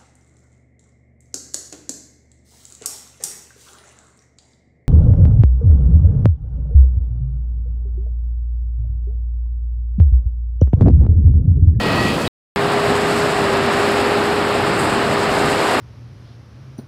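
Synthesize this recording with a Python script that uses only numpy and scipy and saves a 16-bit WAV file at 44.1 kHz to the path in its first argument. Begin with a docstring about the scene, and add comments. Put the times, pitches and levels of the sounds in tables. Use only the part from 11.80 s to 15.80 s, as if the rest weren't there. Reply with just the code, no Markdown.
"""A big square baler rumbles, thuds, squeals and chirps, heard from behind for half a second.
After a short silence, the tractor pulling it over stubble is heard from the front, in a light wind.
The diesel roars and a gear whines, sagging in pitch as each plunger stroke loads the shaft,
while the pickup rattles its chains and rustles through dry straw."""
import sys
import numpy as np
from scipy.fft import rfft, irfft, next_fast_len
from scipy.io import wavfile
from scipy.ndimage import map_coordinates

SR = 44100
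rng = np.random.default_rng(int(sys.argv[2]) if len(sys.argv) > 2 else 0)


def log_audio(samples):
    """Write samples as a 16-bit WAV file to the path given in sys.argv[1]."""
    # one column per channel
    frames = np.atleast_2d(samples).T
    # limit to full scale, then quantise
    limited = np.clip(frames, -1, 1)
    pcm = np.round(limited * 32767).astype(np.int16)
    wavfile.write(sys.argv[1], SR, pcm)


N = 176400
TOP_HZ = 15750


def amp(db):
    """Decibels to gain."""
    return 10 ** (np.asarray(db) / 20)


def unit(x):
    """x at rms 1."""
    return x / np.sqrt(np.mean(x ** 2) + 1e-20)


def clock():
    """Sample times in s."""
    return np.arange(N) / SR


def curves(rows):
    """Per-sample curve for each column after time_s."""
    time_s, *columns = np.transpose(rows)
    return [np.interp(clock(), time_s, column) for column in columns]


def wobble(knots_per_s):
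    """Smooth random curve, rms near 1."""
    return map_coordinates(rng.standard_normal(4096), [clock() * knots_per_s], mode="wrap")


def filtered(x, response):
    """x filtered by the gain response(hz)."""
    size = next_fast_len(N + SR // 2)
    return irfft(rfft(x, size) * response(np.fft.rfftfreq(size, 1 / SR)), size)[:N]


def noise(colour):
    """Noise of rms 1; colour rows: freq_hz, relative density_db."""
    freq_hz, density_db = np.transpose(colour)
    white = rng.standard_normal(N)
    return unit(filtered(white, lambda hz: amp(np.interp(np.log(hz + 1), np.log(freq_hz), density_db))))


def tone(turns):
    """Sine of rms 1."""
    return np.sqrt(2) * np.sin(2 * np.pi * turns)


def grains(rate_per_s, centre_hz, log_spread, decay_cycles, scatter_db=2.5):
    """Tiny impacts: damped rings of random time, pitch and strength; rms 1."""
    count, offsets = 4000, np.arange(300)
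    gaps, strengths = rng.exponential(size=(2, count))
    starts = (np.cumsum(gaps) * SR / rate_per_s).astype(int)
    pitch_hz = np.minimum(centre_hz * np.exp(log_spread * rng.standard_normal(count)), TOP_HZ)
    turns = pitch_hz[:, None] * offsets / SR
    envelope = np.exp(-turns / decay_cycles) * (1 - np.exp(-2 * turns))
    rings = amp(scatter_db * np.minimum(strengths, 4))[:, None] * envelope * tone(turns)
    index = np.minimum(starts[:, None] + offsets, N)
    return unit(np.bincount(index.ravel(), rings.ravel(), N + 1)[:N])


def wind():
    """Low rumble of wind and machine, uneven with the gusts."""
    gusts = [(.76, -25.5), (1.15, -28.5), (1.6, -29), (2.3, -29), (2.6, -30.5), (2.8, -29.5), (2.95, -28),
             (3.3, -27.5), (3.65, -30), (4, -31)]  # gust strength: time_s, level_db
    colour = [(15, -35), (28, -12), (38, -17), (55, -11), (75, -6.5), (100, 0.5), (140, 3.5), (175, 1),
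              (215, -0.5), (320, -17), (900, -47)]  # rumble spectrum: freq_hz, density_db
    gust_db, = curves(gusts)
    return amp(gust_db + 1.4 * wobble(13)) * noise(colour)


def exhaust():
    """The pipe resonates in a narrow, rough drone."""
    levels = [(.76, -33), (1.2, -31), (1.9, -31), (2.4, -34), (3.3, -33), (4, -42)]  # drone: time_s, level_db
    resonance = [(160, -47), (205, -14), (222, 2.5), (243, 0.5), (262, -6), (330, -49.5)]  # pipe resonance: freq_hz, density_db
    drone_db, = curves(levels)
    return amp(drone_db) * noise(resonance)


def straw_wads():
    """Thick wads of straw swish into the pickup."""
    wads = [(2.64, -43), (2.745, -38), (2.865, -37.5), (2.935, -39), (2.992, -32), (3.045, -39),
            (3.095, -41), (3.135, -38.5)]  # swishes: peak_s, level_db
    colour = [(5000, -30), (6800, -10), (7400, 1), (8300, 5), (9200, -6), (11500, -17), (15500, -32)]  # swish spectrum: freq_hz, density_db
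    attack_s, decay_s = .0052, .037
    t = clock()
    envelope = sum(amp(db) * np.exp(-np.maximum((peak_s - t) / attack_s, (t - peak_s) / decay_s))
                   for peak_s, db in wads)
    return envelope * noise(colour)


def pickup():
    """Dry straw hisses and snaps in the tines, chaff fizzes, chains rattle."""
    straw = [(.77, -42.5), (1.05, -39.5), (1.4, -37), (1.8, -40), (2.02, -37.5), (2.45, -40), (2.9, -42),
             (3.3, -39), (3.7, -36.5), (4, -36.5)]  # straw hiss: time_s, gain_db
    straw_colour = [(2000, -22), (5200, -1), (6050, -10.5), (7000, -3.5), (8100, 0.5), (9200, -13.5),
                    (11500, -28), (15500, -40)]  # hiss spectrum: freq_hz, density_db
    chaff = [(.77, -48), (1.1, -46), (1.45, -44), (1.8, -47.5), (2.05, -44), (2.45, -46), (2.8, -47),
             (2.96, -50), (3.02, -42), (3.13, -48.5), (3.4, -45.5), (4, -41.5)]  # chaff fizz, growing as the tractor nears: time_s, level_db
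    chaff_colour = [(6000, -23), (9000, 1.5), (11300, 0), (13000, -7), (15500, -17)]  # fizz spectrum: freq_hz, density_db
    (straw_db,), (chaff_db,) = curves(straw), curves(chaff)
    flutter_db = 1.1 * wobble(45) + 1.1 * wobble(500)
    hiss = amp(straw_db + 1.5 + flutter_db) * noise(straw_colour)
    fizz = amp(chaff_db + flutter_db + wobble(60)) * noise(chaff_colour)
    rattle = amp(-32.5) * grains(rate_per_s=420, centre_hz=1520, log_spread=.392, decay_cycles=1.8)
    snaps = amp(-45.5) * grains(rate_per_s=500, centre_hz=3790, log_spread=.15, decay_cycles=4)
    return hiss + fizz + rattle + snaps


def bearing_chirp():
    """A dry bearing gives one short, clean chirp."""
    partials = [(1, -2.5), (3, -24)]  # chirp partials: harmonic, relative_db
    peak_s, pitch_hz, gain_db, rise_s = .475, 3830, -22, .005
    t = clock() - peak_s
    envelope = np.exp(-(t / rise_s) ** 2)
    return envelope * sum(amp(gain_db + db) * tone(k * pitch_hz * t) for k, db in partials)


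def plunger_thuds():
    """The plunger hits the bale; packed straw damps each knock within a few cycles."""
    knocks = [(.205, 111.8, -14.5), (.248, 200, -11), (.295, 225, -15.5)]  # frame knocks: start_s, pitch_hz, gain_db
    attack_s, decay_s = .0066, .014
    thuds = np.zeros(N)
    for start_s, pitch_hz, gain_db in knocks:
        t = np.maximum(clock() - start_s, 0)
        envelope = (1 - np.exp(-t / attack_s)) * np.exp(-t / decay_s)
        thuds += amp(gain_db) * envelope * tone(pitch_hz * t + .05 * wobble(80))
    return thuds


def chamber_squeal():
    """Straw rubs on steel: a clear squeal with a rough rasp on its higher partials."""
    squeal = [(0, 633, -33, -34), (.08, 637, -29, -37), (.155, 639, -33, -36), (.195, 640, -24.5, -27.5),
              (.23, 640, -27, -35), (.28, 640, -27, -31), (.33, 639, -37, -36), (.38, 634, -46, -47),
              (.42, 640, -41, -34.5), (.47, 643, -39, -36.5)]  # friction tone: time_s, fundamental_hz, clear_db, rasp_db
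    clear_partials = [(2, -6.5), (3, 0)]  # clear part: harmonic, relative_db
    rasp_partials = [(4, -0.5), (7, -6.5)]  # rough part: harmonic, relative_db
    fundamental_hz, clear_db, rasp_db = curves(squeal)
    turns = np.cumsum(fundamental_hz + 1.5 * wobble(60)) / SR
    clear = sum(amp(clear_db + db + 1.8 * wobble(90)) * tone(k * turns + .079 * wobble(150))
                for k, db in clear_partials)
    rasp = sum(amp(rasp_db + db + 2.2 * wobble(120)) * tone(k * (turns + .03 * wobble(130)))
               for k, db in rasp_partials)
    return clear + rasp


def bale_chamber():
    """The plunger drives the bale along its chamber; four noise bands swell and ease."""
    levels = [(0, -24.5, -22.5, -29, -40), (.11, -21, -21, -26.5, -41.5), (.19, -20, -20.5, -29.5, -39.5),
              (.27, -19.5, -23, -27, -37), (.33, -20.5, -23.5, -28, -39), (.39, -21.5, -21.5, -32.5, -39.5),
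              (.47, -21.5, -26, -31, -38.5)]  # baler from behind: time_s, rumble_db, clatter_db, scrape_db, hiss_db
    # band spectra: freq_hz, density_db
    rumble_colour = [(15, -39.5), (30, -23.5), (60, -3.5), (100, -1.5), (175, 1), (350, -2), (450, -8),
                     (900, -50)]
    clatter_colour = [(200, -15), (420, -4), (600, -1), (870, -5), (1100, -6.5), (1300, -6.5), (1550, -12),
                      (1850, -11), (2200, -20), (5000, -46)]
    scrape_colour = [(1200, -20.5), (2100, -0.5), (2450, 3.5), (2750, 2), (3100, 2), (3920, -3.5),
                     (4150, 0), (4550, -3), (5100, -4), (5900, -20), (9000, -38)]
    hiss_colour = [(3000, -15), (6000, -2.5), (7900, 1.5), (9300, -4.5), (11500, -6.5), (15500, -21)]
    rumble_db, clatter_db, scrape_db, hiss_db = curves(levels)
    return (amp(rumble_db + wobble(40)) * noise(rumble_colour)
            + amp(clatter_db + .99 * wobble(250)) * noise(clatter_colour)
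            + amp(scrape_db + .59 * wobble(300)) * noise(scrape_colour)
            + amp(hiss_db + 1.6 * wobble(300)) * noise(hiss_colour))


def shaft_turns():
    """Crankshaft angle: the shaft slows as the plunger packs the straw, then recovers."""
    unloaded_hz, sag_share = 31.7, .038
    stroke_s, period_s, load_s, recover_s = 1.72, 1.335, .125, .42
    since_s = clock() - (stroke_s + period_s * np.arange(-1, 3)[:, None])
    loading = np.exp(-(since_s / load_s) ** 2)
    recovering = np.exp(-abs(since_s) / recover_s)
    load = np.where(since_s < 0, loading, recovering).sum(0)
    return np.cumsum(unloaded_hz * (1 - sag_share * load)) / SR


def tractor():
    """Gear whine and engine tones follow the shaft; the roar throbs with the firings."""
    whine_levels = [(.76, -23), (1.35, -22), (1.65, -24), (1.87, -22), (2.35, -22), (2.7, -23), (3.1, -28),
                    (3.45, -23.5), (3.7, -24), (4, -27)]  # gear whine: time_s, level_db
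    orders = [(2, -44.5), (3, -39), (7, -41), (8, -42), (26, -42.5), (39, -41.5)]  # engine tones: shaft_multiple, level_db
    roar_levels = [(.77, -20.5), (1.35, -19.5), (1.65, -20), (2.0, -18.5), (2.5, -20), (3.1, -19.5),
                   (3.45, -19.5), (3.75, -18.5), (4, -18.5)]  # machine roar from the front: time_s, gain_db
    roar_colour = [(100, -32), (190, -8.5), (275, -2), (335, 1.5), (440, -4), (490, 0), (570, -1.5),
                   (720, 0), (900, -3.5), (1240, -4), (1500, -7), (1900, -8.5), (2150, -11.5),
                   (2800, -12.5), (3150, -16.5), (4200, -17.5), (5100, -22), (5900, -40.5), (8000, -58),
                   (15000, -70)]  # roar spectrum: freq_hz, density_db
    gear_teeth, firings_per_turn, throb_share = 13, 3, .07
    turns = shaft_turns()
    (whine_db,), (roar_db,) = curves(whine_levels), curves(roar_levels)
    whine = amp(whine_db + wobble(16)) * tone(gear_teeth * turns + .04 * wobble(35))
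    tones = sum(amp(db + 2.8 * wobble(7)) * tone(k * turns + .089 * wobble(15)) for k, db in orders)
    throb = unit(1 + throb_share * np.sin(2 * np.pi * firings_per_turn * turns))
    roar = amp(roar_db + 1.36 + .26 * wobble(12)) * throb * noise(roar_colour)
    return whine + tones + roar


def scene():
    """Behind the baler, silence, then in front of the tractor."""
    rear_end_s, front_start_s = .478, .7603
    rear = bale_chamber() + plunger_thuds() + chamber_squeal() + bearing_chirp()
    front = tractor() + exhaust() + pickup() + straw_wads() + wind()
    t = clock()
    return ((t < rear_end_s) * rear + (t > front_start_s) * front)[None]


def record(dry):
    """Steep low-pass at TOP_HZ."""
    edge_hz = 50
    return filtered(dry[0], lambda hz: .5 - .5 * np.tanh((hz - TOP_HZ) / edge_hz))[None]


dry = scene()
out = record(dry)
log_audio(out)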